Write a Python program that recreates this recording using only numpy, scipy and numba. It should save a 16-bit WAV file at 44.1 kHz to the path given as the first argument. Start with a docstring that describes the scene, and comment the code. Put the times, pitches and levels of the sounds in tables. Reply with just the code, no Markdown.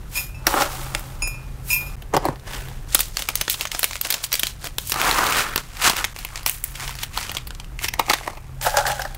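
"""A quiet room, hands close to a phone: dry pellets are scooped from a plastic box and tipped into a glass jug,
the lid is shut and turned, a stiff plastic bag is opened, filled and zipped, a tub is unlatched and tongs stir
dried leaves in it. Blows are noise bursts and rubbing is dense noise ticks, both coloured by vessel resonances;
the glass is decaying sines. Ventilation, shaped noise with two narrow hum lines, rumbles behind."""
import sys
import numpy as np
from scipy import signal
from scipy.fft import rfft, irfft
from scipy.io import wavfile
from scipy.ndimage import uniform_filter1d
from numba import njit

SR = 44100
rng = np.random.default_rng(int(sys.argv[2]) if len(sys.argv) > 2 else 0)


def master_out(mix):
    """Clip the mix to full scale and print it as 16-bit PCM to the path in sys.argv[1]."""
    frames = np.transpose(np.atleast_2d(mix))
    ceiling = np.clip(frames, -1, 1)
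    pcm = np.round(ceiling * 32767).astype(np.int16)
    wavfile.write(sys.argv[1], SR, pcm)


def nominal_scale(level):
    """Amplitude ratio for a level in decibels (scalar or array-like)."""
    x = np.asarray(level, float) / 20
    return 10 ** x


N = 404397
T = np.arange(N) / SR

# knocks, snaps and cracks of each vessel: t/s where the swell begins to break, body level/dB,
# hollow level/dB and treble level/dB against the body, fade time constant/ms
BOX_KNOCKS = [(0.4675, -6, -8, -4.5, 3.5), (0.5388, -30, 17, 3, 4.2), (0.573, -25, 8, -8, 5),
              (0.618, -16.5, -3, -12, 6.1), (0.653, -34, 7, -9, 4.9), (0.9486, -13, -9, -30, 1.8),
              (0.9932, -35.5, -17, 7, 3), (1.222, -40, 5.5, 9, 4.4), (1.273, -39, 4, 13, 4.5),
              (2.0205, -35, -11, -3, 3.5), (2.137, -22, 12, -9.5, 2.7), (2.143, -18.5, 3, -29, 6.9),
              (2.165, -12, 2.5, -11, 2.8), (2.173, -19, 6.5, -8, 2.66), (2.244, -30, 6, -19, 1.3),
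              (2.2519, -19.5, 9.5, -4, 3.2), (2.285, -25.5, 11, -14, 2.3), (2.358, -36.5, -15, -13, 1.5),
              (2.396, -40, -6, -15, 1.8), (2.533, -26, -8, -11, 3.4), (2.6845, -31.5, -7, -7, 1.8),
              (2.713, -45, 9, -9, 2.3), (2.874, -42, 3, -6, 1.2)]
BAG_CRACKS = [(2.9464, -17.5, 1.5, 16, 2.65), (2.9504, -10, -8.5, -4, 2.46), (2.9914, -14.5, -8.5, 0, 1.9),
              (3.0039, -16.5, -14, 7, 3.8), (3.1695, -12, -16.5, -9, 1.7), (3.1921, -22, -8.5, -2, 2.4),
              (3.2213, -18.5, -13, -2, 2.4), (3.287, -14.5, -6.5, -1.5, 2.8), (3.3545, -14.5, -33, 5.5, 2),
              (3.4109, -13.5, -9.5, -1, 3.8), (3.479, -19.5, 0.5, -14, 2.5), (3.4976, -12, -33, 1.5, 2.6),
              (3.5235, -27, -22, -2, 2.4), (3.5405, -20.5, -13, -9, 4.9), (3.6093, -14, -18, -4, 1.8),
              (3.6523, -21, -0.5, -9, 3.7), (3.6698, -24.5, -21, -11, 5.5), (3.716, -17.5, -21, -7, 2.4),
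              (3.7466, -21, -2.5, -9.5, 4.6), (3.792, -20, -9, 8, 2.4), (3.8301, -13, -8.5, 1, 1.85),
              (3.8418, -10.5, -13.5, 3, 1.9), (3.8457, -20, -15, -1, 2.7), (3.909, -26.5, -1, -8, 3.4),
              (3.931, -23, -12, -6, 2.8), (3.955, -22, -6, -9, 2.2), (3.9654, -26, -26, -10, 1.4),
              (4.0116, -19, -14, 7.5, 2.5), (4.0492, -22.5, -6, -2, 2.5), (4.0695, -24, -20, 0, 1.9),
              (4.1028, -13, -20, 2, 3), (4.1074, -16, -17, -2.5, 3.2), (4.1237, -15.5, -28, 0, 2.9),
              (4.1403, -13.5, -16, -5, 3.7), (4.2398, -17, -15, -17, 0.85), (4.3187, -22.5, -7, -10, 2.2),
              (4.3271, -13, -22, 2, 3.3), (4.3399, -12.5, -12, -5, 2.2), (4.353, -14, -39, -0.5, 2.2),
              (4.3938, -15.5, -25, 2.5, 4.2), (4.4325, -10, -12.5, -3.5, 2.04), (4.4685, -15, -18, -4, 2.2),
              (4.642, -28, 0.5, 2, 2.5), (4.6706, -26, -1.5, -1, 2.2), (4.783, -13.5, -10, -1.5, 2),
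              (4.8953, -27.5, -7, 10, 3.2), (4.9188, -12, -10.5, -3, 3.5), (4.9411, -18, -11, -7, 2.2),
              (4.959, -22, 3, -8, 2.7), (5.015, -9.5, -26, -6, 1.2), (5.1111, -10, -22, -13, 2.1),
              (5.1267, -20, -5, -10, 2.8), (5.1834, -16.5, 1, -9, 3.1), (5.24, -17, -3, -7, 2.6),
              (5.2651, -15, -7, -10, 3.7), (5.3076, -19, -18, -3, 2.2), (5.3228, -12.5, -14, -12, 2.4),
              (5.3677, -17, -27, -5, 1.3), (5.5123, -39, 11, -13, 1), (5.5589, -10.5, -2, -2, 2.4),
              (5.5773, -12, -4.5, -13, 1.8), (5.7685, -28, -22, -7, 2.4), (5.8209, -17, -7, -4, 1.9),
              (5.8539, -24, -2, -11, 2.2), (5.8752, -7.5, -6.5, -14, 3), (5.8968, -8, -6, -7, 3.1),
              (5.9334, -21, 0, -13, 2.2), (5.9664, -17, -18, -5, 1.9), (6.0423, -11, -21, -23, 2.3),
              (6.0468, -16, -16, -3, 2.9), (6.1622, -25.5, -6, -17, 2.4), (6.1876, -26, -9, -3, 3),
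              (6.2486, -19, -11, -2, 2), (6.357, -21, -17, -15, 2.3), (6.375, -25.5, -17, -20, 2.2),
              (6.3928, -33, -12, -18, 3), (6.4306, -31, -9, -4, 1.7), (6.4617, -8, -10.5, -2.5, 2.6),
              (6.4954, -18, -28, 6.5, 1.3), (6.639, -25, -26, 12.5, 2.6), (6.7526, -28, -21, -15, 5.9),
              (6.7965, -26.5, -12, -15, 3.8), (6.8058, -24, -22, -12, 2), (6.8766, -22.5, -14, -10, 3.5),
              (6.8922, -26, 0, -13, 2.9), (6.9074, -26.5, -14, -6, 2.6), (6.9526, -27.5, -16, -5, 3),
              (6.987, -26, -12, -10, 4), (7.0324, -18, -8.5, -3, 2.3), (7.1746, -13, -1.5, -10, 1.9),
              (7.2096, -25.5, -3, -16, 4.2), (7.228, -24.5, -25, -16, 2.9), (7.2933, -21, -5, -22, 4.3),
              (7.3153, -23, -11, -2, 2.4), (7.3486, -22, -4.5, -16, 3.2), (7.3677, -15.5, -14, -14, 3.8),
              (7.3824, -27, -24, -17, 2.5), (7.47, -28.5, -11, 1, 5.1), (7.5057, -25, -1.5, -27, 2.3),
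              (7.5482, -33.5, -12, -17, 2.8), (7.5987, -26.5, -8, -35, 2.6), (7.644, -36, -22, -24, 2.2)]
TUB_KNOCKS = [(7.79, -22.5, -27, -34, 2), (7.813, -33, 1, -9, 3), (7.834, -30, -12, -3, 2.3),
              (7.842, -15.5, -11, -30, 3.23), (7.883, -15, -18, -5.5, 3.7), (7.937, -17, -12, -8.5, 2.2),
              (7.994, -11, 3.5, -6.5, 3.17), (8.08, -31, 10, -9, 5), (8.096, -9.5, -5.5, -11, 4.9),
              (8.107, -18.5, 7.5, -15, 2.3), (8.133, -9.5, -5, -7.5, 4.4), (8.275, -19, 1.5, -15, 2.9),
              (8.331, -41, 8, -17, 2.7), (8.37, -36, 2, -12, 5.9), (8.442, -45, -4, -15, 2.5),
              (8.48, -49, -4, -9, 1.5), (8.612, -24, -10, -18, 2.7), (8.64, -38, -9, 11, 4.2),
              (8.664, -21, 6, -16, 5.2), (8.739, -30.5, 15, -1.5, 3.8), (8.769, -10, -3, -9, 2.95),
              (8.839, -34, 6, -8, 2.5), (8.852, -26.5, 11, -16, 2.8), (8.864, -17, -25, -24, 5),
              (8.874, -26.5, 7.5, 4, 3.8), (8.896, -36, 18, -1.5, 6.3), (8.915, -23.5, 0, -14, 4.2),
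              (8.992, -28, 9.5, -4, 3.85), (9.018, -21.5, -16, -7, 3.1), (9.05, -29.5, 7, -10, 3),
              (9.146, -31.5, -16, 1, 3.2)]
RISE_MS, RISES_TO_PEAK = 0.21, 1.4  # shortest swell; the peak comes this many swells after t
SPOT_PITCH = 0.04  # each blow lands on another spot and bends the resonances by this share
# the small patch of wall under each blow rings at its own pitch
PATCH_HZ, PATCH_OCTAVES, PATCH_WIDTH_HZ, PATCH_DB = 3800, 0.5, 600, 2


def knocks(start, end, vessel, tail_db, rise_share, strays):
    """Each blow swells, breaks and fades with a rattling tail; it rings the vessel."""
    events = [row for row in BOX_KNOCKS + BAG_CRACKS + TUB_KNOCKS if start <= row[0] < end] + strays
    s, body_db, hollow_db, treble_db, fade_ms = np.transpose(events)[:, :, None]
    rise_ms = RISE_MS + rise_share * fade_ms  # a softer blow both swells and fades more slowly
    lead = 768  # samples before the peak
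    t = (np.arange(3 * lead) - lead) / SR
    rise = np.exp(np.minimum(t, 0) / (rise_ms / 1000))
    fade = np.exp(-np.maximum(t, 0) / (fade_ms / 1000))
    rattle = nominal_scale(tail_db) * (t > 0) * np.exp(-t / 0.004)
    burst = rise * (fade + rattle) * rng.standard_normal((len(s), len(t)))
    # the quicker the rise, the harder the snap at the moment of contact
    snapped = burst.copy()
    snapped[:, lead] += 6.5 / np.maximum(rise_ms[:, 0], 0.5)

    pitch = fill_pitch(s + 0 * t) * np.exp(SPOT_PITCH * rng.standard_normal(s.shape))
    patch_hz = PATCH_HZ * 2 ** (PATCH_OCTAVES * rng.standard_normal(s.shape))
    patch_hz = np.clip(patch_hz, 1800, 9000) + 0 * t
    patch = ring(snapped.ravel(), patch_hz.ravel(), 1. * PATCH_WIDTH_HZ).reshape(burst.shape)
    wall = snapped + nominal_scale(PATCH_DB) * patch
    blows = 0
    layers = vessel_parts(wall, snapped, (burst + snapped) / 2, pitch, vessel)
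    for layer, relative_db in zip(layers, (0, hollow_db, treble_db)):
        # levels hold for the loudest 1.5 ms
        loudest = np.sqrt(uniform_filter1d(layer ** 2, size=66, axis=1).max(axis=1, keepdims=True))
        blows = blows + nominal_scale(body_db + relative_db) * layer / loudest

    out = np.zeros(N + 2 * len(t))
    peaks = (s + RISES_TO_PEAK * rise_ms / 1000)[:, 0]
    for at, blow in zip(peaks, blows):
        out[int(at * SR):][:len(t)] += blow
    return out[lead:N + lead]


# stray pieces knocking about during a stroke
LOOSE_PER_S, LOOSE_SCATTER_DB, LOOSE_FADE_MS = 70, 3, 3.5


def loose_knocks(start, end, treble_db, db):
    """Stray knocks as rows for knocks(): they follow the stroke of the moment, each with its own colour."""
    s = rng.uniform(start, min(end, N / SR), int(LOOSE_PER_S * (end - start)))
    scatter = LOOSE_SCATTER_DB * rng.standard_normal((len(s), 3)).T
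    body, hollow, treble = db + scatter + effort(s, start, end, treble_db)
    return list(zip(s, body, hollow - body, treble - body, LOOSE_FADE_MS + 0 * s))


def rustle(start, end, vessel, rate, scatter_db, treble_db):
    """Pieces tick against each other and the wall at unrelated moments; the heap shifts, so the pitch wanders."""
    s = np.arange(start, end, 0.002)
    layer_dbs = effort(s, start, end, treble_db)
    on = (T >= start) & (T < end)
    ticks = [grains(on.sum(), rate, scatter_db) for _ in range(3)]
    steps = np.arange(start, end + 0.1, 0.03)
    wander = np.interp(T[on], steps, rng.standard_normal(len(steps)))
    pitch = fill_pitch(T[on]) * (1 + 0.06 * wander)
    out = np.zeros(N)
    for layer, db in zip(vessel_parts(*ticks, pitch, vessel), layer_dbs):
        out[on] += level(layer, 0) * nominal_scale(np.interp(T[on], s, db))
    return out


def grains(count, rate, scatter_db):
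    """Dense small ticks, each a millisecond or so of noise, over a smoother hiss of sliding; rms 1."""
    sizes = nominal_scale(scatter_db * np.minimum(rng.exponential(size=count), 4))
    ticks = (rng.random(count) < rate / SR) * sizes
    envelope = signal.lfilter([1], [1, -np.exp(-1 / (0.0012 * SR))], ticks) + 1.2
    return level(envelope * rng.standard_normal(count), 0)


# hand strokes that stir, rub or crumple: t/s of the strongest moment, body level/dB,
# swell and fade/s per 20 dB, hollow level/dB against the body
STROKES = [(.171, -30.5, 0.056, 0.1, -11.5), (0.478, -27.5, 0.015, 0.19, 2), (.58, -32, 0.11, 0.07, 11.5),
           (.616, -24.5, 0.086, 0.083, 4), (.72, -36.5, 0.077, 0.54, 0.5), (.95, -47, 0.08, 0.4, 4.5),
           (1.22, -51, 0.015, 0.29, 6.5), (1.712, -31, 0.052, 0.097, -22), (1.8, -49.5, 0.068, 0.85, 2),
           (2.144, -31.5, 0.014, 0.02, 14.5), (2.261, -37.5, 0.07, 0.086, 11.5),
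           (2.47, -40, .012, 0.38, -1), (2.55, -36, 0.11, 0.24, -9), (2.95, -31.5, 0.086, 0.17, -7.5),
           (3.0, -30, 0.028, 0.093, -21), (3.2, -30.5, 0.07, 0.088, -8.5),
           (3.297, -36.5, 0.036, 0.054, 0.1), (3.366, -35.5, 0.04, 0.32, -8),
           (3.505, -25.5, 0.014, 0.064, -31), (3.62, -31.5, 0.084, 0.075, -7.5),
           (3.727, -32.5, .021, 0.21, -8), (3.84, -32.5, 0.067, 0.11, -22), (3.963, -38, 0.2, 0.061, -10),
           (4.057, -27, 0.038, 0.053, -6.5), (4.117, -32, 0.055, 0.19, -5), (4.243, -25, 0.014, 0.023, -29),
           (4.339, -31, 0.036, 0.11, -12), (4.43, -38, 0.081, .1, -8), (4.473, -32.5, 0.11, 0.071, -12),
           (4.663, -31.5, 0.062, 0.038, -6), (4.8, -42.5, 0.026, 0.37, -25), (4.908, -33.5, 0.11, .21, -31),
           (5.0, -29, 0.11, .15, 1.5), (5.07, -22.5, 0.13, 0.2, 3.1), (5.2, -25, 0.14, 0.18, 4),
           (5.3, -27, 0.17, 0.13, 3), (5.385, -21.5, .1, 0.11, 2.5), (5.48, -39, .1, 0.23, 6),
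           (5.583, -36, 0.087, 0.098, -2), (5.64, -46, 0.12, 0.81, -7), (5.86, -15, 0.068, 0.09, -4),
           (5.981, -24.5, 0.049, .1, -3), (6.2, -40.5, 0.16, 0.26, -13), (6.37, -41, 0.19, 0.19, -2),
           (6.473, -24, 0.015, 0.042, -31), (6.5, -38, .03, 0.17, -42), (6.65, -45, 0.027, 0.37, -39),
           (6.835, -33.5, 0.14, 0.23, -5.5), (7.036, -30.5, 0.068, 0.034, -11),
           (7.14, -37.5, 0.023, .15, -10), (7.19, -31, 0.071, 0.22, -6), (7.37, -43, 0.15, 0.059, -1),
           (7.846, -20, 0.034, 0.031, -17), (7.942, -34, 0.012, 0.025, -2), (7.995, -30, 0.011, 0.04, 6.5),
           (8.103, -27.5, 0.068, 0.16, -9), (8.278, -37.5, 0.11, 0.083, 2.5), (8.35, -53, 0.087, 0.23, -6),
           (8.629, -26.5, 0.014, 0.19, -11), (8.671, -27.5, 0.036, 0.053, 7.5),
           (8.783, -26.5, 0.075, 0.089, 5.5), (8.879, -28.5, 0.042, 0.13, 0.5), (9.013, -38, 0.18, 0.17, 3)]
# the hands barely moving: body, hollow and treble level/dB
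REST_DB = (-59, -54.5, -63)
TREBLE_PER_HOLLOW = -0.42  # a hollower stroke is a duller one


def effort(t, start, end, treble_db):
    """Levels of body, hollow and treble: the strokes of one action, summed in power over the rest level."""
    rows = [row for row in STROKES if start <= row[0] < end]
    s, db, swell, fade, hollow_db = np.transpose(rows)[:, :, None]
    body_db = db - 20 * np.where(t < s, (s - t) / swell, (t - s) / fade)
    relative_dbs = (0, hollow_db, treble_db + TREBLE_PER_HOLLOW * hollow_db)
    levels = []
    for relative_db, rest_db in zip(relative_dbs, REST_DB):
        power = np.sum(nominal_scale(2 * (body_db + relative_db)), axis=0) + nominal_scale(2 * rest_db)
        levels.append(10 * np.log10(power))
    return levels


# the air space shrinks as pellets fill the bag, and its hollow rises: t/s, pitch factor (end values hold)
FILL = [(4.95, .95), (5.2, 1.02), (5.4, 1.15), (5.6, 1.35), (5.62, 1.0)]


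def fill_pitch(t):
    """Pitch factor of the resonances: less air left in the bag rings higher."""
    return np.interp(t, *np.transpose(FILL))


# resonances of each vessel, open or shut, empty or full: f/Hz, width/Hz, relative level/dB
# (those above 1700 Hz play a further factor of 2 stronger)
BOX = [(337, 75, -4.5), (612, 34, 0.5), (843, 71, 1.5), (1350, 370, -3), (2340, 2000, 1)]
BOX_SHUT = [(157, 28, -0.5), (270, 40, -5), (416, 125, 0), (580, 54, 1), (870, 340, -1.5), (1320, 180, -19),
            (1780, 780, 10), (2880, 580, 0)]
BAG = [(447, 2600, -50), (990, 2260, 36), (3660, 230, -60.5)]
BAG_FULL = [(432, 730, 1.5), (662, 38, 10.5), (1144, 630, 12), (2095, 1480, 3.5), (2710, 180, -11.5)]
TUB = [(572, 62, -2.5), (817, 37, 6), (1605, 170, -3), (1830, 830, 3), (2840, 1300, -8.5)]
TUB_SHUT = [(380, 230, -1.5), (820, 170, 4.5), (1246, 220, 2), (2180, 830, 7), (2970, 610, -30)]


def vessel_parts(x, x_low, x_high, pitch, vessel):
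    """Body, hollow and treble: the walls colour the body above 1.7 kHz, the air inside rings below."""
    hollow, body = 0, band(x, 2190, 9020)
    for k, (hz, width, db) in enumerate(vessel):
        wall = hz > 1700
        source = x if wall else x_low
        mode = nominal_scale(db) * ring(source.ravel(), hz * pitch.ravel(), 1. * width).reshape(x.shape)
        if wall:
            body = body + 2 * mode
        else:
            hollow = hollow + (-1) ** k * mode  # alternating sign
    return body, band(hollow, 120, 2200), band(x_high, 7000, 17000)


@njit
def ring(x, hz, width):
    """State-variable resonance with a moving centre, gain 1 there."""
    y, b, l = np.empty(len(x)), 0., 0.  # output, band and low states
    for i in range(len(x)):
        g, k = np.tan(np.pi * hz[i] / SR), width / hz[i]
        v = (b + g * (x[i] - l)) / (1 + g * (g + k))
        b, l, y[i] = 2 * v - b, l + 2 * g * v, k * v
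    return y


def band(x, lo_hz, hi_hz):
    """Band-pass along the last axis."""
    return signal.sosfilt(signal.butter(2, [lo_hz, hi_hz], "bandpass", fs=SR, output="sos"), x)


def level(x, db):
    """Scale to an rms level."""
    return x * nominal_scale(db) / np.sqrt(np.mean(x ** 2))


# modes of the glass: f/Hz, relative level/dB, t60/s, family 0-3
GLASS_MODES = [(969, -14, .1, 0), (2444, 0, .45, 0), (2620, 0, .3, 1), (5462, -14, .4, 1), (5096, 0, .3, 2),
               (6815, 1, .2, 2), (9130, -4, .28, 2), (10020, -4, .3, 2), (10200, -7, .2, 2),
               (13262, 0, .22, 3)]
# pellets striking the glass, the spot sets which family rings: t/s, level/dB added to families 0, 1, 2, 3
PINGS = [(0.155, -24.5, -40, -32, -31), (0.173, -25, -25, -29.5, -28), (0.199, -35, -50, -38, -29),
         (0.237, -41, -54, -46, -37), (0.29, -47, -50, -60, -60), (0.345, -50, -39, -56, -61),
         (1.221, -24, -25, -25, -55), (1.273, -29, -35, -36, -33), (1.342, -37.5, -39, -51, -61),
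         (1.703, -18.5, -23, -25.5, -28), (1.729, -20, -19.5, -32.5, -17), (1.762, -21.5, -33, -38, -22),
         (1.808, -29.5, -45, -45, -32), (1.864, -41, -42, -45.5, -39)]


def jug():
    """A landing pellet sets the glass modes ringing anew and damps, within some 10 ms, what rang before."""
    out = np.zeros(N)
    ends = [row[0] for row in PINGS[1:]] + [DIPS[0][0]]
    for (at, *family_db), end in zip(PINGS, ends):
        on = slice(int(at * SR), int((min(end, at + 0.4) + 0.08) * SR))
        t = T[on] - at
        damping = np.exp(-np.maximum(T[on] - end, 0) / 0.01)
        touch = np.minimum(t / 0.001, 1) * damping
        phases = 0.7 * rng.standard_normal(len(GLASS_MODES))
        for (hz, db, t60, family), phase in zip(GLASS_MODES, phases):
            decay = nominal_scale(db + family_db[family] - 60 * t / t60)
            out[on] += touch * decay * np.sin(2 * np.pi * hz * T[on] + phase)
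    return out


def walls(x):
    """Short echo of a small furnished room: decaying band-limited noise."""
    t = np.arange(SR // 4) / SR
    decay = np.exp(-np.log(1000) * t / 0.22)  # t60 0.22 s
    echo = band(rng.standard_normal(len(t)), 340, 9600) * decay * (t > 0.003)
    echo = echo / np.sqrt(np.sum(echo ** 2))
    return x + nominal_scale(-17.0) * signal.fftconvolve(x, echo)[:N]


# spectrum of the rumble and hiss: f/Hz, relative level/dB per Hz
AIR_SPECTRUM = [(12, -24), (22, 2.5), (42, 3), (70, -7), (140, -13.5), (250, -24), (1060, -35.5),
                (2530, -39.5), (4180, -45.5), (14700, -48), (16000, -64)]
# hum lines: f/Hz, width/Hz, level/dB against the rumble
HUM = [(90.7, 2.7, -14), (130.25, 1.85, -9)]
# the level of the rumble over time: t/s, level/dB
AIR_LEVEL = [(0, -34), (1.95, -32), (2.0, -35), (2.8, -33), (3.2, -38), (4.3, -42), (4.85, -35), (6.6, -39),
             (6.95, -35), (8.0, -35), (8.2, -41), (8.5, -36), (9.17, -35)]


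def ventilation():
    """Low rumble and faint hiss of shaped noise, with two wavering hum lines of narrow noise."""
    hz, db = np.transpose(AIR_SPECTRUM)
    f = np.maximum(np.arange(N // 2 + 1) * SR / N, 1)
    shape = nominal_scale(np.interp(np.log(f), np.log(hz), db))
    air = irfft(rfft(rng.standard_normal(N)) * shape, N)
    hum = 0
    for centre_hz, width, hum_db in HUM:
        line = ring(rng.standard_normal(N), np.full(N, 1. * centre_hz), 1. * width)
        hum = hum + level(line, hum_db)
    return (level(air, 0) + hum) * nominal_scale(np.interp(T, *np.transpose(AIR_LEVEL)))


# the level dips briefly: t/s, half length/ms, level/dB
DIPS = [(1.961, 5.0, -30), (6.14, 5.0, -20), (7.9, 4.0, -10)]


def dip(mix):
    """Brief drops of the whole level: each slopes down, holds and slopes back."""
    for at, half_ms, db in DIPS:
        depth = np.clip(2 - 2000 * np.abs(T - at) / half_ms, 0, 1)
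        mix = mix * nominal_scale(db * depth)
    return mix


# what the hands work on: end t/s, vessel, ticks per s, scatter of tick size/dB, rattle level/dB after a blow,
# treble level/dB of the rubbing, rise of a blow as a share of its fade, stray knock level/dB against the stroke
SHOTS = [(1.96, BOX, 1300, -1, -27, -2, .25, 0), (2.88, BOX_SHUT, 820, 1.5, -12, -11, .3, 0),
         (4.93, BAG, 650, 4, -5, -10, .21, -2), (5.61, BAG_FULL, 700, 0, -42, -7, 0.29, 3.5),
         (7.76, BAG_FULL, 750, 3.5, -9, -12, .21, -3), (8.55, TUB_SHUT, 430, 5, -43, -13.5, .4, -6),
         (9.2, TUB, 580, 2.5, -16, -8, 0.39, 1.5)]


def scene():
    """The hands' work, one action after another, over the room."""
    blows, rubbing, start = 0, 0, 0
    for end, vessel, rate, scatter_db, tail_db, treble_db, rise_share, loose_db in SHOTS:
        strays = loose_knocks(start, end, treble_db, loose_db)
        blows = blows + knocks(start, end, vessel, tail_db, rise_share, strays)
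        rubbing = rubbing + rustle(start, end, vessel, rate, scatter_db, treble_db)
        start = end
    mix = walls(blows) + rubbing + jug() + ventilation()
    return dip(mix)[None]


def roll_off(x):
    """The treble ends steeply here."""
    return signal.sosfilt(signal.butter(12, 16510, fs=SR, output="sos"), x)


def record(dry):
    """The phone cuts the top above 15.7 kHz and clips the hardest cracks."""
    cut = signal.sosfilt(signal.ellip(8, 0.2, 40, 15700, fs=SR, output="sos"), dry)
    clipped = np.clip(cut, -1, 1)
    return roll_off(clipped)


dry = scene()
out = record(dry)
master_out(out)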